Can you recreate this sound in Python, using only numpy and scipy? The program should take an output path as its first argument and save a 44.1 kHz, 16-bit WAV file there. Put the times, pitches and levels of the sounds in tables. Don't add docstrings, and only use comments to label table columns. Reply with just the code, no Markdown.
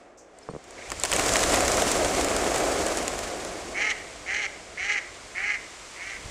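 import sys
import numpy as np
from scipy import signal
from scipy.fft import rfft, irfft, next_fast_len
from scipy.io import wavfile

SR = 44100
rng = np.random.default_rng(int(sys.argv[2]) if len(sys.argv) > 2 else 0)


def generate_wav(signal):
    frames = np.transpose(np.atleast_2d(signal))
    scaled = np.clip(frames, -1, 1) * 32767
    pcm = np.round(scaled).astype(np.int16)
    wavfile.write(sys.argv[1], SR, pcm)


N = 277931

# (frequency [Hz], relative density [dB per Hz])
RIVER_AIR_SPECTRUM = [(15, -66), (40, -38), (314, -9), (440, -14), (500, -23), (906, -7), (1060, -12.5),
                      (7350, -55), (12000, -54), (15600, -92), (22000, -120)]
# (time [s], whoosh level [dB], rustle level [dB], rumble level [dB])
FLOCK_AND_HISS_LEVELS = [(0.0, -50, -60.5, -65), (0.2, -53, -71.5, -70), (0.44, -50.5, -55, -67),
                         (0.63, -51.5, -54, -61), (0.81, -45, -45.5, -57), (1.0, -45, -39.5, -46),
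                         (1.16, -30.5, -29.5, -40), (1.28, -28, -28, -37), (1.47, -26, -27, -36),
                         (2.4, -27, -32, -39.5), (2.75, -27.5, -32.5, -41.5), (3.3, -35, -38, -47),
                         (3.8, -40.5, -42, -51.5), (4.1, -46, -43.5, -53.5), (4.7, -48, -45.5, -55.5),
                         (5.35, -49.5, -44.5, -54.5), (6.05, -51.5, -43.5, -59), (6.3, -47.5, -42, -48)]
# (frequency [Hz], relative density [dB per Hz])
WHOOSH_SPECTRUM = [(76, -52), (130, -20), (194, -8.5), (305, 0), (576, 1), (698, 2.5), (920, -10.5),
                   (1030, -8.5), (2190, -15), (3500, -27), (4550, -41), (7700, -120)]
RUSTLE_SPECTRUM = [(530, -21), (900, -5), (1030, -2.5), (1810, -6.5), (2190, -4.5), (2630, -7.5),
                   (4010, -9), (7490, -5), (9310, -11.5), (12400, -24.5), (14200, -27.5), (16000, -36)]
RUMBLE_SPECTRUM = [(11, -38), (18, -7), (49, 5), (107, -2.5), (145, -7.5), (200, -6), (260, -34),
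                   (440, -120)]
# (frequency [Hz], gain [dB])
FAINT_RUSTLE_GAIN = [(1000, -1.5), (2300, 1.5), (3000, 0.5), (4500, -0.5), (6500, -2.5), (8500, -4),
                     (12000, -10.5), (16000, -32)]
# (time [s], relative crack level [dB], relative thump level [dB])
WING_CLAPS = [(0.387, -29.5, -49), (0.641, -30, -42), (0.708, -27, -31), (0.9024, -16, -23),
              (0.918, -13, -11.5), (0.9986, -13.5, -40), (1.022, -26, -34), (1.036, 0, -6),
              (1.0507, -5, -7.5), (1.057, -11, -19), (1.095, -26, -32), (1.1171, -4.5, -7.5),
              (1.1276, -17, -4.5), (1.1346, -2.5, -10), (1.1638, -6, -7.5), (1.195, -8.5, -6),
              (1.263, -11, -20), (1.2917, -7, -10), (1.319, -8, -14), (1.3368, -4, -25), (1.357, -12, -1),
              (1.3673, -2.5, -12), (1.392, -7.5, -9), (1.431, -9, -8), (1.436, -3.5, -2.5),
              (1.544, -13, -3.5), (1.559, -8, -14), (1.6065, -5.5, -10.5), (1.65, -12, -29),
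              (1.6801, -6, -7), (1.718, -5.5, -24), (1.7706, -6, -13), (1.821, -8, -6), (1.916, -2.5, -34),
              (2.1494, -12, -13), (2.246, -8, -11.5), (2.365, -7, -10), (2.544, -9, -12), (2.5607, -9, -12),
              (2.582, -8, -22), (2.699, -17, -26), (2.866, -9.5, -18), (2.884, -16, -20),
              (2.972, -13, -13.5), (2.9854, -16, -18), (3.027, -16, -19), (3.0798, -6, -10.5),
              (3.1904, -9, -16), (3.233, -21, -22), (3.4491, -18, -24)]
# (frequency [Hz], width [Hz], level [dB])
CLAP_RESONANCES = [(674, 400, 0), (2170, 1860, -4), (4040, 1800, -14), (7350, 1620, -2),
                   (10300, 2800, -17.5)]
# (start [s], peak level [dB], frequency [Hz])
CHIRP_TONES = [(0.421, -57, 4300), (0.426, -49, 5200), (0.500, -51, 4320), (0.501, -52, 8640)]
# (time [s], relative level [dB], hardness [dB per octave])
KNOCK_EVENTS = [(0.4884, -25, 9), (0.495, -29, -6), (0.511, -33, -3), (0.536, -31, -5), (0.550, -27, 1),
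                (0.563, -26.5, -1)]
# (frequency [Hz], level [dB], time to fall 60 dB [s])
KNOCK_RESONANCES = [(165, -7, 0.037), (268, -5, .025), (476, 3.5, 0.017), (1120, -8, 0.0095)]
# (time [s], relative level [dB])
CLOSE_STROKES = [(0.638, -37), (0.675, -34), (0.714, -36), (0.781, -30), (0.884, -26), (0.914, -21.5),
                 (1.035, -19), (1.126, -19), (1.185, -11.5), (1.253, -13), (1.347, -17), (1.432, -23),
                 (1.525, -9), (1.564, -8), (1.631, -14), (1.697, -25), (1.776, -9.5), (1.863, -21),
                 (1.943, -15), (2.044, -12), (2.132, -15), (2.178, -14), (2.311, -15), (2.414, -22),
                 (2.54, -16), (2.599, -15), (2.753, -19), (2.809, -20), (2.86, -16), (2.91, -23),
                 (3.063, -23), (3.267, -22)]
# (start [s], length [s], swell [s], release [s], relative level [dB],
# highest pulse rate [pulses per s], relative bill rasp [dB], relative clean partials [dB])
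CALLS = [(0.777, 0.021, .004, 0.0068, -46, 400, -9, -2), (0.808, 0.029, .004, .008, -43, 460, -11, 3),
         (0.852, .035, .004, .008, -47, 400, -9, 4), (3.745, 0.19, .045, 0.017, -26.5, 430, 1, 2.5),
         (4.262, .21, 0.045, 0.0067, -29, 420, 3, 0.5), (4.775, 0.23, 0.023, 0.02, -28, 415, 0, 1.5),
         (5.35, .235, 0.054, .04, -28, 416, -1.5, -4), (5.96, 0.27, 0.056, 0.11, -37.5, 395, -0.5, 0.5)]
# (time [s], gain at the deepest point [dB])
VOICE_CATCHES = [(3.842, -1.5), (4.39, -3), (4.878, -2.5), (5.427, -1), (6.055, -1.5)]
# (frequency [Hz], width [Hz], level [dB])
THROAT_RESONANCES = [(1310, 154, -9.5), (1796, 295, -1), (2186, 195, 5), (3020, 385, -13), (4090, 390, -19)]
# (frequency [Hz], width [Hz], level [dB])
BILL_RESONANCES = [(5460, 240, -28), (6280, 1200, -22)]
CLEAN_PARTIALS = [-23, -16.5, -19]
# (time [s], level [dB])
BODY_BUMPS = [(6.245, -36), (6.258, -27), (6.281, -32)]
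# (frequency [Hz], side minus mid level [dB])
STEREO_WIDTH = [(60, -36), (140, -25.5), (770, -17.5), (1300, -19), (2300, -21.5), (3200, -24),
                (5000, -32.5), (8800, -75), (9600, -11.5), (10800, -9), (11800, -38), (16000, -50)]

RIVER_AIR_DB = -55.5
FAINT_DB, FULL_DB = -46, -33
SWISH_S, SWISH_DB, SWISH_RISE_S, SWISH_FALL_S = 0.172, -50, 0.006, 0.042
CRACK_S, THUMP_S = 0.0015, 0.003
SNAP = 2.5
KNOCK_MID_HZ = 480
FLAP_RISE_S, FLAP_FALL_S = 0.0062, 0.0097
ONSET_DB = -8.5
ARCH_TOP, START_SAG, END_SAG = 0.65, 0.17, 0.12
CATCH_S = 0.015
WAVER_DB, WAVER_S = 1.0, 0.012
RASP_WAVER_DB, RASP_WAVER_S = 3.5, 0.012
JITTER_S, SHIMMER_DB = 0.00005, 2.2
VOICE_TOP_HZ = 8000
BUMP_HZ, BUMP_T60_S = 81.3, 0.041
CUTOFF_HZ = 16500


def from_db(db):
    return 10 ** (np.asarray(db) / 20)


def rms_one(x):
    return x / np.sqrt(np.mean(x ** 2) + 1e-20)


def in_time(rows):
    s, *columns = np.transpose(rows)
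    return [np.interp(np.arange(N) / SR, s, column) for column in columns]


def colour(x, points):
    size = next_fast_len(N)
    hz = np.maximum(np.arange(size // 2 + 1) * SR / size, 1)
    point_hz, point_db = np.array(points)[:, 0], np.array(points)[:, 1]
    db = np.interp(np.log(hz), np.log(point_hz), point_db)
    return irfft(rfft(x, size) * from_db(db), size)[:N]


def resonate(x, modes):
    out = 0
    for k, (hz, width_hz, db) in enumerate(modes):
        radius = np.exp(-np.pi * width_hz / SR)
        poles = [1, -2 * radius * np.cos(2 * np.pi * hz / SR), radius * radius]
        zeros = (1 - radius * radius) / 2 * np.array([1, 0, -1])
        out = out + (-1) ** k * from_db(db) * signal.lfilter(zeros, poles, x + 1e-18)
    return out


def dying(clicks, length_s):
    return signal.lfilter([1], [1, -np.exp(-1 / (length_s * SR))], clicks + 1e-18)


def wavering(length_s):
    return rms_one(dying(dying(rng.standard_normal(N), length_s), length_s))


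def place(events):
    out = np.zeros(N + SR)
    for s, sound in events:
        at = round(s * SR)
        out[at:at + len(sound)] += sound
    return out[:N]


def river_air():
    return from_db(RIVER_AIR_DB) * colour(rng.standard_normal(N), RIVER_AIR_SPECTRUM)


def strokes(spectrum, distinct, per_s, length_s, spread_db, steady):
    happens = rng.random(N) < per_s / SR
    sizes = from_db(spread_db * np.minimum(rng.exponential(1, N), 4)) * happens
    puffs = rms_one(dying(dying(sizes, length_s), length_s / 6))
    envelope = rms_one(steady + puffs) ** distinct
    return rms_one(colour(rng.standard_normal(N) * envelope, spectrum))


def flock_and_hiss():
    whoosh_db, rustle_db, rumble_db = in_time(FLOCK_AND_HISS_LEVELS)
    distinct = np.clip((rustle_db - FAINT_DB) / (FULL_DB - FAINT_DB), 0.03, 1)
    whoosh = strokes(WHOOSH_SPECTRUM, distinct, per_s=150, length_s=0.0083, spread_db=2.0, steady=2.33)
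    rustle = strokes(RUSTLE_SPECTRUM, distinct, per_s=41, length_s=0.0076, spread_db=-3.0, steady=3.9)
    snaps = strokes(RUSTLE_SPECTRUM, 1.0, per_s=77, length_s=0.0013, spread_db=8.5, steady=0.01)
    rumble = strokes(RUMBLE_SPECTRUM, 0.73, per_s=39, length_s=0.046, spread_db=11.0, steady=4.9)
    dull_hiss = colour(rustle, FAINT_RUSTLE_GAIN)
    bright = distinct * (rustle + from_db(-16.0) * snaps) + (1 - distinct) * dull_hiss
    return from_db(whoosh_db) * whoosh + from_db(rustle_db) * bright + from_db(rumble_db) * rumble


def swish():
    bright_modes = [(5800, 1250, 1.0), (6840, 1450, 1.0), (8000, 790, -2.0)]   # (Hz, width Hz, dB)
    hiss = rms_one(resonate(rng.standard_normal(N), bright_modes))
    since = np.maximum(np.arange(N) / SR - SWISH_S, 0)
    envelope = (1 - np.exp(-since / SWISH_RISE_S)) * np.exp(-since / SWISH_FALL_S)
    return from_db(SWISH_DB) * envelope * hiss


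def claps():
    clicks = np.zeros((2, N))
    s, *levels_db = np.transpose(WING_CLAPS)
    clicks[:, np.round(s * SR).astype(int)] = from_db(levels_db)
    envelopes = [dying(clicks[0], CRACK_S), dying(clicks[1], THUMP_S)]
    crack, thump = rng.standard_normal((2, N)) * envelopes
    return resonate(thump, CLAP_RESONANCES[:2]) + resonate(crack + SNAP * clicks[0], CLAP_RESONANCES[2:])


def chirps():
    t = np.arange(SR // 10) / SR
    bell = np.exp(-((t - 0.006) / 0.0049) ** 2)
    return place((s, from_db(db) * np.sin(2 * np.pi * hz * t) * bell) for s, db, hz in CHIRP_TONES)


def knocks():
    t = np.arange(SR // 10) / SR
    attack = np.minimum(t / 0.00047, 1)
    events = []
    for s, db, hard_db in KNOCK_EVENTS:
        for k, (hz, mode_db, t60) in enumerate(KNOCK_RESONANCES):
            level_db = db + mode_db + hard_db * np.log2(hz / KNOCK_MID_HZ) - 60 * t / t60
            events.append((s, (-1) ** k * from_db(level_db) * np.sin(2 * np.pi * hz * t) * attack))
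    return place(events)


def flaps():
    clicks = np.zeros(N)
    s, db = np.transpose(CLOSE_STROKES)
    clicks[np.round(s * SR).astype(int)] = from_db(db)
    puffs = dying(clicks, FLAP_FALL_S) - dying(clicks, FLAP_RISE_S)
    air = rng.standard_normal(N)
    whoosh, rustle = rms_one(colour(air, WHOOSH_SPECTRUM)), rms_one(colour(air, RUSTLE_SPECTRUM))
    return puffs * (whoosh + from_db(-8.5) * rustle)


def quack_shape():
    t = np.arange(N) / SR
    gain, rasp, clear = np.zeros((3, N))
    per_s = np.full(N, CALLS[0][5] * 1.0)
    for s, length_s, swell_s, release_s, db, top_per_s, rasp_db, clear_db in CALLS:
        on = (t >= s) & (t < s + length_s)
        since = t[on] - s
        swell = from_db(ONSET_DB * np.clip(1 - since / swell_s, 0, 1))
        effort = swell * np.clip((length_s - since) / release_s, 0, 1)
        gain[on], rasp[on] = from_db(db) * effort, from_db(rasp_db) * effort
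        part = since / length_s
        start_sag = START_SAG * (1 - part / ARCH_TOP) ** 2
        end_sag = END_SAG * ((part - ARCH_TOP) / (1 - ARCH_TOP)) ** 2
        per_s[on] = top_per_s * (1 - np.where(part < ARCH_TOP, start_sag, end_sag))
        clear[on] = from_db(clear_db)
    catch = from_db(sum(db * np.exp(-((t - s) / CATCH_S) ** 2) for s, db in VOICE_CATCHES))
    gain = gain * catch * from_db(WAVER_DB * wavering(WAVER_S))
    rasp = rasp * catch * from_db(RASP_WAVER_DB * wavering(RASP_WAVER_S))
    return gain, rasp, clear, per_s


def quacks():
    gain, rasp, clear, per_s = quack_shape()
    cycles = np.cumsum(per_s) / SR
    at = np.flatnonzero(np.diff(np.floor(cycles)))
    chance = rng.standard_normal((3000, 2))[:len(at)]
    weak_db = np.interp(per_s[at], [350, 410], [-14, -4])
    pulse_db = SHIMMER_DB * np.clip(chance[:, 1], -2, 2) + weak_db * (np.arange(len(at)) % 2)
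    pulses = np.zeros(N + 99)
    pulses[at + np.round(JITTER_S * SR * chance[:, 0]).astype(int)] = from_db(pulse_db)
    pulses = pulses[:N]
    breath = 0.034 * dying(pulses, 0.0057) * rng.standard_normal(N)
    throat = resonate(pulses + breath, THROAT_RESONANCES[:3])
    bill = resonate(pulses + 1.7 * breath, BILL_RESONANCES) - resonate(pulses + breath, THROAT_RESONANCES[3:])
    clean = sum(from_db(db) * np.sin(2 * np.pi * (k + 1) * cycles) for k, db in enumerate(CLEAN_PARTIALS))
    unsteady = clear * from_db(2.4 * wavering(0.01))
    voice = gain * ((throat + rasp * bill) / np.std(throat) + unsteady * clean)
    return signal.sosfilt(signal.butter(4, VOICE_TOP_HZ, fs=SR, output="sos"), voice)


def far_bank(x, t60_s=0.57, wet_db=-19):
    t = np.arange(SR) / SR
    onset = np.clip((t - 0.02) / 0.025, 0, 1)
    tail = rng.standard_normal(SR) * from_db(-60 * t / t60_s) * onset
    tail = signal.sosfilt(signal.butter(1, 3500, fs=SR, output="sos"), tail)
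    return from_db(wet_db) * signal.fftconvolve(x, tail / np.linalg.norm(tail))[:N]


def bumps():
    t = np.arange(SR // 10) / SR
    ring = np.sin(2 * np.pi * BUMP_HZ * t)
    return place((s, from_db(db - 60 * t / BUMP_T60_S) * ring) for s, db in BODY_BUMPS)


def scene():
    voice = quacks()
    small_sounds = swish() + chirps() + knocks() + bumps()
    wide = river_air() + flock_and_hiss() + claps() + flaps() + small_sounds + far_bank(voice)
    smear = rng.standard_normal(2000) * np.exp(-np.arange(2000) / 500)
    smeared = signal.fftconvolve(wide, smear / np.linalg.norm(smear))[:N]
    side = colour(smeared - 1.02 * voice, STEREO_WIDTH)
    return wide + voice + side * [[1], [-1]]


def record(dry):
    return signal.sosfilt(signal.cheby2(14, 70, CUTOFF_HZ, fs=SR, output="sos"), dry)


dry = scene()
out = record(dry)
generate_wav(out)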